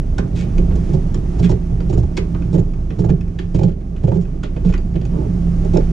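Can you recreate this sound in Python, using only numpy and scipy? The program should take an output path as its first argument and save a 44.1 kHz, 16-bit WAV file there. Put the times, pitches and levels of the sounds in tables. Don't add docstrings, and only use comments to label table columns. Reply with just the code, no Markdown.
import sys
import numpy as np
from scipy import signal
from scipy.fft import rfft, irfft, next_fast_len
from scipy.io import wavfile
from scipy.ndimage import uniform_filter1d, minimum_filter1d

SR = 44100
rng = np.random.default_rng(int(sys.argv[2]) if len(sys.argv) > 2 else 0)


def digitize_waveform(pressure):
    field = np.atleast_2d(pressure).T
    bounded = np.clip(field, -1, 1)
    quanta = np.round(bounded * 32767).astype(np.int16)
    wavfile.write(sys.argv[1], SR, quanta)


N = 261054

# time in seconds, level in dB.
HISS_LEVEL = [(0.0, -53.5), (0.3, -51.5), (0.9, -46.5), (1.2, -50), (1.4, -46), (1.58, -50.5), (2.03, -50),
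              (2.44, -49.5), (2.75, -52.5), (3.03, -51.5), (3.23, -55), (3.61, -53), (3.74, -57.5),
              (4.1, -52.5), (4.48, -55), (4.61, -51.5), (5.0, -53), (5.13, -50), (5.7, -47.5), (5.92, -46)]

KNOCK_HZ = 280
CLACK_LANDING_DB = 11


def amp(db):
    return 10 ** (np.asarray(db) / 20)


def rms_one(x):
    return x / np.sqrt(np.mean(x ** 2) + 1e-20)


def loudest(x):
    return np.sqrt(uniform_filter1d(x ** 2, size=530).max())


def in_time(rows):
    s, *columns = np.transpose(rows)
    return [np.interp(np.arange(N) / SR, s, c) for c in columns]


def at_hz(points, hz):
    point_hz, value = np.array(points).T
    return np.interp(np.log(hz), np.log(point_hz), value)


def butter(x, hz, kind, order=2):
    return signal.sosfilt(signal.butter(order, hz, kind, fs=SR, output="sos"), x)


def drift(rate_hz):
    return rms_one(butter(rng.standard_normal(N + SR), rate_hz, "low")[SR:])


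def coloured(spectrum, flicker_db):
    hz = np.maximum(np.fft.rfftfreq(N, 1 / SR), 1)
    noise = irfft(rfft(rng.standard_normal(N)) * amp(at_hz(spectrum, hz)), N)
    return rms_one(noise * amp(flicker_db * drift(13.0)))


def swing_db():
    hiss_db, = in_time(HISS_LEVEL)
    return hiss_db - hiss_db.mean()


def engine():
    # time in seconds, level in dB.
    firing_level = [(0.0, -17), (0.4, -26), (0.49, -26), (0.6, -11.5), (0.85, -22), (1.09, -16.5),
                    (1.369, -26), (1.53, -23), (1.7, -19), (1.999, -19.5), (2.439, -26), (2.65, -14.5),
                    (3.021, -28.5), (3.69, -19.5), (3.92, -25), (4.35, -22), (4.78, -17.5), (5.11, -30),
                    (5.551, -22), (5.92, -11)]
    # time in seconds, level in dB.
    sixth_level = [(0.0, -32), (1.43, -24.5), (2.18, -26.5), (2.46, -22.5), (2.7, -28), (3.58, -28.5),
                   (3.69, -38.5), (3.89, -30), (4.1, -30), (4.48, -29), (5.52, -20.5), (5.92, -24)]
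    firing_hz = 28.55
    second_db, follows = -25, 0.64
    phase = 2 * np.pi * np.cumsum(firing_hz * (1 + 0.0079 * drift(1.42))) / SR
    first, = in_time(firing_level)
    second = second_db + follows * swing_db() + 1.9 * drift(3.1)
    sixth, = in_time(sixth_level)
    hum = np.zeros(N)
    for order, db in ((1, first), (2, second), (6, sixth)):
        tone = np.sin(order * phase + rng.uniform(0, 2 * np.pi))
        hum += np.sqrt(2) * amp(db + 1.7 * drift(4.7)) * tone
    return hum


def background():
    # time in seconds, level in dB.
    rumble_level = [(0.0, -25), (0.33, -19.5), (1.42, -18.5), (1.58, -21), (1.81, -20), (2.09, -18.5),
                    (2.29, -20.5), (2.47, -18.5), (2.83, -21), (3.03, -19.5), (3.38, -24.5), (3.58, -23),
                    (3.76, -24), (3.92, -25), (4.04, -23), (4.19, -23.5), (4.47, -23.5), (5.06, -21),
                    (5.21, -19.5), (5.92, -18.5)]
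    # frequency in Hz, relative level in dB per Hz.
    rumble_colour = [(12, -43), (20, -3), (43, -4.5), (92, -3.5), (173, -6), (192, -8.5), (236, -16),
                     (387, -18.5), (484, -31.5), (626, -31.5), (977, -47.5), (1200, -46), (1560, -66),
                     (2640, -120)]
    # frequency in Hz, relative level in dB per Hz.
    hiss_colour = [(410, -25.5), (700, 2), (990, -6.5), (1140, -6), (2560, -12), (4000, -18), (6190, -16),
                   (8530, -26.5), (9580, -27), (12200, -36), (15000, -79.5)]
    rumble_db, = in_time(rumble_level)
    hiss_db, = in_time(HISS_LEVEL)
    return amp(rumble_db) * coloured(rumble_colour, 1.0) + amp(hiss_db) * coloured(hiss_colour, 0.24)


def whine():
    pitch_hz, mean_db, follows = 9350, -76, .7
    blips_per_s, first_blip_s, pace_change_s = 23.976, .0296, 2.4
    blip_s, trail_s, trail_db = 0.0022, .013, -4
    t = np.arange(N) / SR
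    since = (t - first_blip_s + blip_s) % (1 / blips_per_s) - blip_s
    first = np.exp(-(since / blip_s) ** 2)
    second = np.exp(-((since - .5 / blips_per_s) / blip_s) ** 2)
    trail = amp(trail_db) * (since > 0) * np.clip((trail_s - since) / blip_s, 0, 1)
    gate = np.maximum(first, np.where(t < pace_change_s, trail, second))
    tone = np.sin(2 * np.pi * np.cumsum(pitch_hz + 40. * drift(30.)) / SR)
    return amp(mean_db + follows * swing_db()) * rms_one(gate * tone)


def handle():
    # start in seconds, rasp peak in dB, top (treble) level in dB,
    # roof knock in dB, knock tilt in dB per octave, roof thump in dB, rattle against the rasp in dB,
    # favoured crank pitch in Hz.
    clacks = [(0.182, -24, -36, -23, 5.5, -17, -12, 1394),
              (0.58, -32.5, -45.5, -20.5, -3.5, -22, -18, 2710),
              (1.143, -31, -40.5, -28.5, -1.5, -26, -16, 3100),
              (1.516, -37.5, -47, -43, 0, -30.5, -19, 4070), (1.803, -38, -51, -30, 0, -27.5, -15, 2550),
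              (2.1691, -27, -34, -25.5, 0, -27.5, -19, 5580),
              (2.1729, -21, -31, -17.5, 1.5, -20.5, -13.5, 2080),
              (2.3472, -30, -58, -33, -2, -27, -14.5, 1240), (2.4211, -35.5, -65, -35, -3, -27, -17, 2940),
              (2.7357, -40, -56, -42, 3, -29, -16.5, 1650), (2.9037, -32.5, -56, -27.5, -1, -29, -15, 2610),
              (3.1007, -33, -49, -22.5, -1.5, -26, -16, 1790), (3.2078, -37, -53, -47, 0, -32, -18, 1960),
              (3.278, -44, -62, -47.5, 0, -32.5, -16, 1900),
              (3.388, -24.5, -46, -26.5, -1, -27, -15.5, 3310),
              (3.6323, -36.5, -42, -48.5, 0, -30.5, -17.5, 4400),
              (3.8075, -51, -63, -51, 2, -34.5, -14, 2410), (3.963, -39, -58, -48, 0, -31.5, -14, 2600),
              (4.2509, -44.5, -70, -41.5, 2, -33, -17, 1770),
              (4.433, -25.5, -45, -25.5, 0.5, -26, -14, 3310),
              (4.564, -35.5, -62, -25, 1, -24.5, -16, 2600), (4.6884, -37.5, -52, -39.5, 0, -30, -16, 3310),
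              (4.707, -46, -53, -48, 2, -29.5, -16, 4680), (4.725, -31.5, -53, -36, 0.5, -29, -14, 3220),
              (4.7379, -25, -45.5, -27, 1, -28, -14.5, 1970),
              (4.7775, -46, -47, -33.5, -0.5, -29.5, -16, 4680),
              (4.9398, -43, -65, -30.5, -1.5, -27, -14, 2330),
              (5.0127, -40, -56, -33, -2, -29.5, -16, 3070),
              (5.0512, -38.5, -46.5, -31, -1.5, -26, -19, 3490),
              (5.6476, -44, -50, -28.5, 0.5, -27.5, -16, 2070),
              (5.77, -29.5, -36, -17.5, 4, -19.5, -24, 5260),
              (5.8056, -35.5, -62, -44, 0.5, -30, -14, 2450)]
    # start in seconds, rasp peak in dB, top (treble) level in dB, roof knock
    # in dB, knock tilt in dB per octave, length in seconds, time for the tail to fall 60 dB in seconds.
    rubs = [(.348, -35.5, -45, -37.5, 2, 0.03, 0.14), (.376, -32.5, -44.5, -37.5, 2, 0.04, 0.3),
            (1.428, -27.5, -41.5, -23.5, 1.5, 0.027, 0.14), (4.651, -40.5, -56, -38.5, -3.5, 0.05, 0.17),
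            (5.13, -59, -64, -25.5, 1.5, 0.089, 0.95)]
    clack_thump_hz, clack_s, clack_t60_s = 206.6, 0.0031, 0.098
    rub_thump_db, rub_ring_hz, rub_thump_hz, rub_rattle_db = -21.5, 2600, 160, -29
    clack_rows = [(s, rasp, top, knock, tilt, thump, ring_hz, clack_thump_hz, clack_s, clack_t60_s, rattle)
                  for s, rasp, top, knock, tilt, thump, rattle, ring_hz in clacks]
    rub_rows = [(s, rasp, top, knock, tilt, rub_thump_db, rub_ring_hz, rub_thump_hz, length, t60, rub_rattle_db)
                for s, rasp, top, knock, tilt, length, t60 in rubs]
    struck = contacts(clack_rows, 0.0028, CLACK_LANDING_DB, rise_s=0.004426, snap_db=6,
                      jolts_per_s=1200.0, blow_db=6.0, ring_db=1.0, grit_db=-1.7)
    rubbed = contacts(rub_rows, 0, CLACK_LANDING_DB, rise_s=0.015, snap_db=-21.0,
                      jolts_per_s=1300.0, blow_db=-9.5, ring_db=-10.5, grit_db=5.5)
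    return struck + rubbed


def gear():
    # start in seconds, roof thump in dB, roof knock in dB, knock tilt in dB per
    # octave, rasp peak in dB, top (treble) level in dB, favoured crank pitch in Hz,
    # favoured thump pitch in Hz, length in seconds.
    slips = [(0.7067, -15.5, -32, 0, -37, -71, 1390, 66, 0.02),
             (0.752, -15, -33, 1, -60, -47, 3490, 66, 0.0089),
             (0.8874, -13.5, -24, -1, -46, -56, 6220, 188, 0.017),
             (0.93, -8, -22.5, 4.5, -54.5, -46.5, 4680, 137.4, 0.024),
             (1.388, -15.5, -25.5, 8.5, -48, -47, 5600, 140.5, 0.0045),
             (1.395, -12.5, -22.5, -0.5, -54, -45, 5670, 155, 0.004),
             (1.425, -6.5, -25.5, -6, -31, -40.5, 3320, 156, 0.03),
             (1.49, -11, -17.5, 5.5, -53, -39.5, 5600, 123, 0.02),
             (1.509, -14.5, -22, -5, -50, -44, 6220, 97.5, 0.006),
             (1.52, -11.5, -19.5, -0.5, -52, -57, 1390, 155, 0.0053),
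             (1.8916, -11, -21, -1, -46, -46.5, 5820, 160, 0.018),
             (1.925, -13, -19, -4.5, -47, -45, 7050, 116, 0.019),
             (1.97, -6.5, -19, 0.5, -53, -46, 7050, 109, 0.03),
             (2.0282, -11, -28, 5, -62, -52, 7050, 66, 0.0089),
             (2.525, -10.5, -19.5, -2.5, -50, -48, 4680, 155, 0.009),
             (2.538, -6.5, -15, 0, -41, -42.5, 7050, 168.4, 0.014),
             (2.551, -15.5, -17.5, 4, -42.5, -47, 1360, 160, 0.011),
             (2.578, -9, -19.5, 3, -41, -47.5, 7050, 126, 0.019),
             (2.986, -8, -18, -2.5, -44, -45, 5630, 145, 0.023),
             (3.0156, -13.5, -25.5, -6, -47, -55, 5500, 80.7, 0.0049),
             (3.038, -10, -19, 5.5, -48, -49, 7050, 124, 0.024),
             (3.0885, -8.5, -21, 3.5, -36, -48.5, 6220, 100.3, 0.0075),
             (3.1, -3.5, -16.5, -4.5, -47, -52, 6220, 160, 0.004),
             (3.542, -8.5, -18, 0.5, -38, -44, 2220, 133.4, 0.023),
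             (3.5847, -13.5, -21.5, 3.5, -38.5, -46.5, 2650, 121.3, 0.012),
             (3.609, -11.5, -21, 4, -44, -54.5, 2250, 150.6, 0.008),
             (3.628, -2.5, -17, 3.5, -37, -46, 4430, 173, 0.018),
             (3.675, -15, -25.5, 0.5, -42, -57, 1480, 166.6, 0.025),
             (3.7117, -28, -31.5, -7, -46, -61, 2220, 66.4, 0.015),
             (4.0332, -5, -20, 5.5, -43.5, -52, 2600, 159, 0.017),
             (4.071, -7, -19, 5, -39.5, -50.5, 2600, 137.6, 0.019),
             (4.1127, -12, -20, 5, -51, -54, 2600, 191, 0.014),
             (4.139, -14.5, -29, -0.5, -52, -53, 5500, 130.6, 0.0081),
             (4.15, -13, -19.5, -4, -49, -56, 2600, 148.6, 0.0055),
             (4.162, -10.5, -23, 1.5, -46, -55, 6220, 147.4, 0.0091),
             (4.2035, -29.5, -59, -6, -56, -53.5, 3310, 66, 0.031),
             (4.6453, -7, -22, -1, -42.5, -49.5, 5500, 190, 0.023),
             (4.694, -17, -27, -1.5, -54, -57, 1380, 66, 0.0044),
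             (4.9536, -15, -21.5, -5, -34.5, -56, 2050, 171.4, 0.0078),
             (5.177, -17, -23.5, -0.5, -57, -62, 1390, 165, 0.0078),
             (5.733, -7.5, -12.5, -3, -36, -44.5, 2600, 187, 0.026),
             (5.752, -15.5, -16, 6, -34, -52, 1380, 160, 0.011),
             (5.779, -20.5, -22.5, -5, -55, -65, 1390, 187, 0.0024)]
    tail_t60_s, rattle_db = 0.07, -28.5
    rows = [(s, rasp, top, knock, tilt, thump, ring_hz, thump_hz, length, tail_t60_s, rattle_db)
            for s, thump, knock, tilt, rasp, top, ring_hz, thump_hz, length in slips]
    return contacts(rows, .0015, landing_db=9, rise_s=0.0061, snap_db=-20.5,
                    jolts_per_s=550.0, blow_db=15.5, ring_db=-7.0, grit_db=4.5)


def contacts(rows, lead_s, landing_db, rise_s, snap_db, jolts_per_s, blow_db, ring_db, grit_db):
    split_hz, roll_off_hz = 2870, 7320
    out = np.zeros(N + SR)
    for s, rasp_db, top_db, knock_db, tilt, thump_db, ring_hz, thump_hz, length, t60, rattle_db in rows:
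        t = np.arange(int(SR * min(length + t60 + .12, .4))) / SR
        after = np.maximum(t - length, 0)
        held = amp(-60 * after / max(t60, .01))
        snap = 1 + amp(snap_db) * np.exp(-np.abs(t - rise_s) / 0.00086)
        slip = held * np.minimum(t / rise_s + 1e-3, 1) * snap * grains(9000.0, grit_db, size=len(t))
        sound = scrape(slip, ring_hz, landing_db, ring_db, length + rise_s)

        rasp = butter(sound, split_hz, "low", order=4)
        loose = rattle(t, ring_hz, rise_s)
        rasp = rasp / np.abs(rasp).max() + amp(rattle_db) * loose / loudest(loose)
        top = butter(sound, split_hz, "high", order=4) * amp(-60 * after / 0.28)

        jolts = held * np.minimum(1.4 * t / rise_s + 0.31, 1) * grains(jolts_per_s, 2.16, size=len(t))
        jolts[round(rise_s * SR)] = amp(blow_db)
        knock, thump = roof(butter(jolts, 3100, "low"), tilt, thump_hz)
        thump = thump * amp(-60 * after / 0.13)
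        knock = knock * amp(-60 * np.maximum(t - length - .01, 0) / t60)

        i, early = round(s * SR), round((s - lead_s) * SR)
        out[early:early + len(t)] += amp(rasp_db) * rasp + amp(top_db) * top / loudest(top)
        for part, db in ((knock, knock_db), (thump, thump_db)):
            out[i:i + len(t)] += amp(db) * part / loudest(part)
    below = butter(out[:N], roll_off_hz, "low", order=6)
    return below + amp(-16.5) * butter(out[:N], roll_off_hz, "high")


def grains(per_s, spread_db, size):
    sizes = amp(spread_db * np.minimum(rng.exponential(1, size), 4)) * rng.choice([-1, 1], size)
    return sizes * ((rng.random(size) < per_s / SR) | (np.arange(size) == 0))


def scrape(slip, ring_hz, landing_db, ring_db, touch_s):
    # pitch in Hz, relative level in dB, time to fall 60 dB in seconds.
    crank_modes = [(1240, 9, 0.18), (1394, 5, 0.076), (1546, 4.5, 0.11), (1750, -1, 0.06),
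                   (1970, -1.5, 0.08), (2230, 2, 0.042), (2600, 2, 0.094), (2570, 0.5, 0.017),
                   (3150, -9.5, 0.069), (3310, -5, 0.077), (3490, -1.5, 0.031), (4070, -25, 0.07),
                   (4680, 3.5, 0.15), (5260, 7.5, 0.034), (5580, 8.5, 0.025), (6220, 10.5, 0.08),
                   (7050, 9, 0.055)]
    landing_octaves = .07
    mix = [(hz, db + landing_db * np.exp(-(np.log2(hz / ring_hz) / landing_octaves) ** 2), t60)
           for hz, db, t60 in favour(crank_modes, ring_hz, 4.2, 6.1)]
    friction = rms_one(butter(slip, [1000, 8700], "band"))
    return friction + amp(ring_db) * gripped(slip, mix, touch_s)


def gripped(force, modes, touch_s):
    grip_t60_s = .035
    t = np.arange(len(force)) / SR
    return rms_one(body(force, modes) * amp(-60 * np.maximum(t - touch_s, 0) / grip_t60_s))


def rattle(t, ring_hz, rise_s):
    high_hz = np.clip(1.15 * ring_hz, 1600, 3560)
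    clicks = butter(grains(2500.0, 1.4, size=len(t)), [950, high_hz], "band")
    return clicks * amp(-60 * t / 0.16) * np.minimum(t / rise_s, 1)


def roof(jolts, tilt, thump_hz):
    # pitch in Hz, relative level in dB, time to fall 60 dB in seconds.
    roof_modes = [(74.8, 1, 0.66), (79, -13, 0.39), (116, -3.5, 0.28), (162.8, 3, 0.075), (180.6, 2, 0.075),
                  (218.8, -8, 0.097), (325, -2, 0.047), (368.5, 1.5, 0.036), (408, -1.5, 0.046),
                  (540, -19, 0.085), (579, -13.5, 0.037), (706, -19.5, 0.029), (830, -21, 0.028),
                  (1020, -32.5, 0.012), (1190, -35, 0.015)]
    high = [m for m in roof_modes if m[0] > KNOCK_HZ]
    low = [m for m in roof_modes if m[0] < KNOCK_HZ]
    knock = body(jolts, favour(high, KNOCK_HZ, -tilt, 1.74))
    thump = body(jolts, favour(low, thump_hz, 21.4, 1.0))
    return knock, thump


def favour(modes, main_hz, near_db, chance_db):
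    return [(hz, db - near_db * abs(np.log2(hz / main_hz)) + rng.normal(0, chance_db), t60)
            for hz, db, t60 in modes]


def body(force, modes):
    return rms_one(sum((-1) ** k * amp(db) * ring(force, hz, t60)
                       for k, (hz, db, t60) in enumerate(modes)))


def ring(force, hz, t60):
    r, w = amp(-60 / (t60 * SR)), 2 * np.pi * hz / SR
    return signal.lfilter([0, np.sin(w)], [1, -2 * r * np.cos(w), r * r], force + 1e-18)


def cabin(x):
    t60_s = 0.19
    t = np.arange(SR // 3) / SR
    tail = butter(rng.standard_normal(len(t)), 2000, "low", order=1) * amp(-60 * t / t60_s)
    return signal.fftconvolve(x, tail / np.linalg.norm(tail))[:N]


def scene():
    crank = handle() + gear()
    common = engine() + background() + whine() + crank + amp(-13) * cabin(crank)
    diffuse = background() + amp(-2) * cabin(crank)
    return np.array([common, diffuse])


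def gain_control(ports):
    threshold_db, squeeze = -4, 0.32
    recover_db_per_s, grab_s = 3.5, 0.0038
    ramp = recover_db_per_s * np.arange(N) / SR
    excess = np.maximum(20 * np.log10(np.abs(ports).max(axis=0) + 1e-9) - threshold_db, 0)
    held = np.maximum.accumulate(excess + ramp) - ramp
    r = np.exp(-1 / (grab_s * SR))
    return ports * amp(-squeeze * signal.lfilter([1 - r], [1, -r], held))


def limiter(ports):
    ceiling_db, span = -1, int(.004 * SR)
    room = np.minimum(ceiling_db - 20 * np.log10(np.abs(ports).max(axis=0) + 1e-9), 0)
    return ports * amp(uniform_filter1d(minimum_filter1d(room, size=2 * span), size=span))


def record(dry):
    # frequency in Hz, level in dB.
    left_over_right = [(60, -2.5), (99, -2.5), (160, -4.5), (270, -6), (450, -17.5), (740, -11.5),
                       (1220, -3.5), (2010, 2.5), (3330, -2), (5500, 0.5), (9080, -4), (15000, -15)]
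    # frequency in Hz, lead in radians.
    left_lead = [(20, 0), (300, 0), (430, .3), (540, 1.8), (690, 3.0), (1200, 1.1), (2200, .4), (2700, -.2),
                 (5500, .2), (8000, .6), (16000, .6)]
    # frequency in Hz, gain in dB.
    diffuse_gain = [(20, -26.5), (200, -26.5), (500, -25.5), (1000, -9), (2500, -7), (5000, -6.5),
                    (9000, 2), (16000, -7.5)]
    cutoff_hz, fade_s, pad = 15500, .003, 2048
    size = next_fast_len(N + 8192)
    hz = np.maximum(np.fft.rfftfreq(size, 1 / SR), 1)
    direct, diffuse = rfft(np.pad(dry, ((0, 0), (pad, pad)), "reflect"), size)
    ratio = amp(at_hz(left_over_right, hz)) * np.exp(1j * at_hz(left_lead, hz))
    unlike = amp(at_hz(diffuse_gain, hz)) * diffuse
    left = 2 * ratio / (1 + ratio) * direct + unlike
    right = 2 / (1 + ratio) * direct - unlike
    ports = irfft([left, right], size)[:, pad:N + pad]
    fade = np.minimum(np.arange(N)[::-1] / (fade_s * SR), 1)
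    ports = limiter(gain_control(ports)) * fade
    return signal.sosfilt(signal.cheby2(12, 70, cutoff_hz, fs=SR, output="sos"), ports)


dry = scene()
out = record(dry)
digitize_waveform(out)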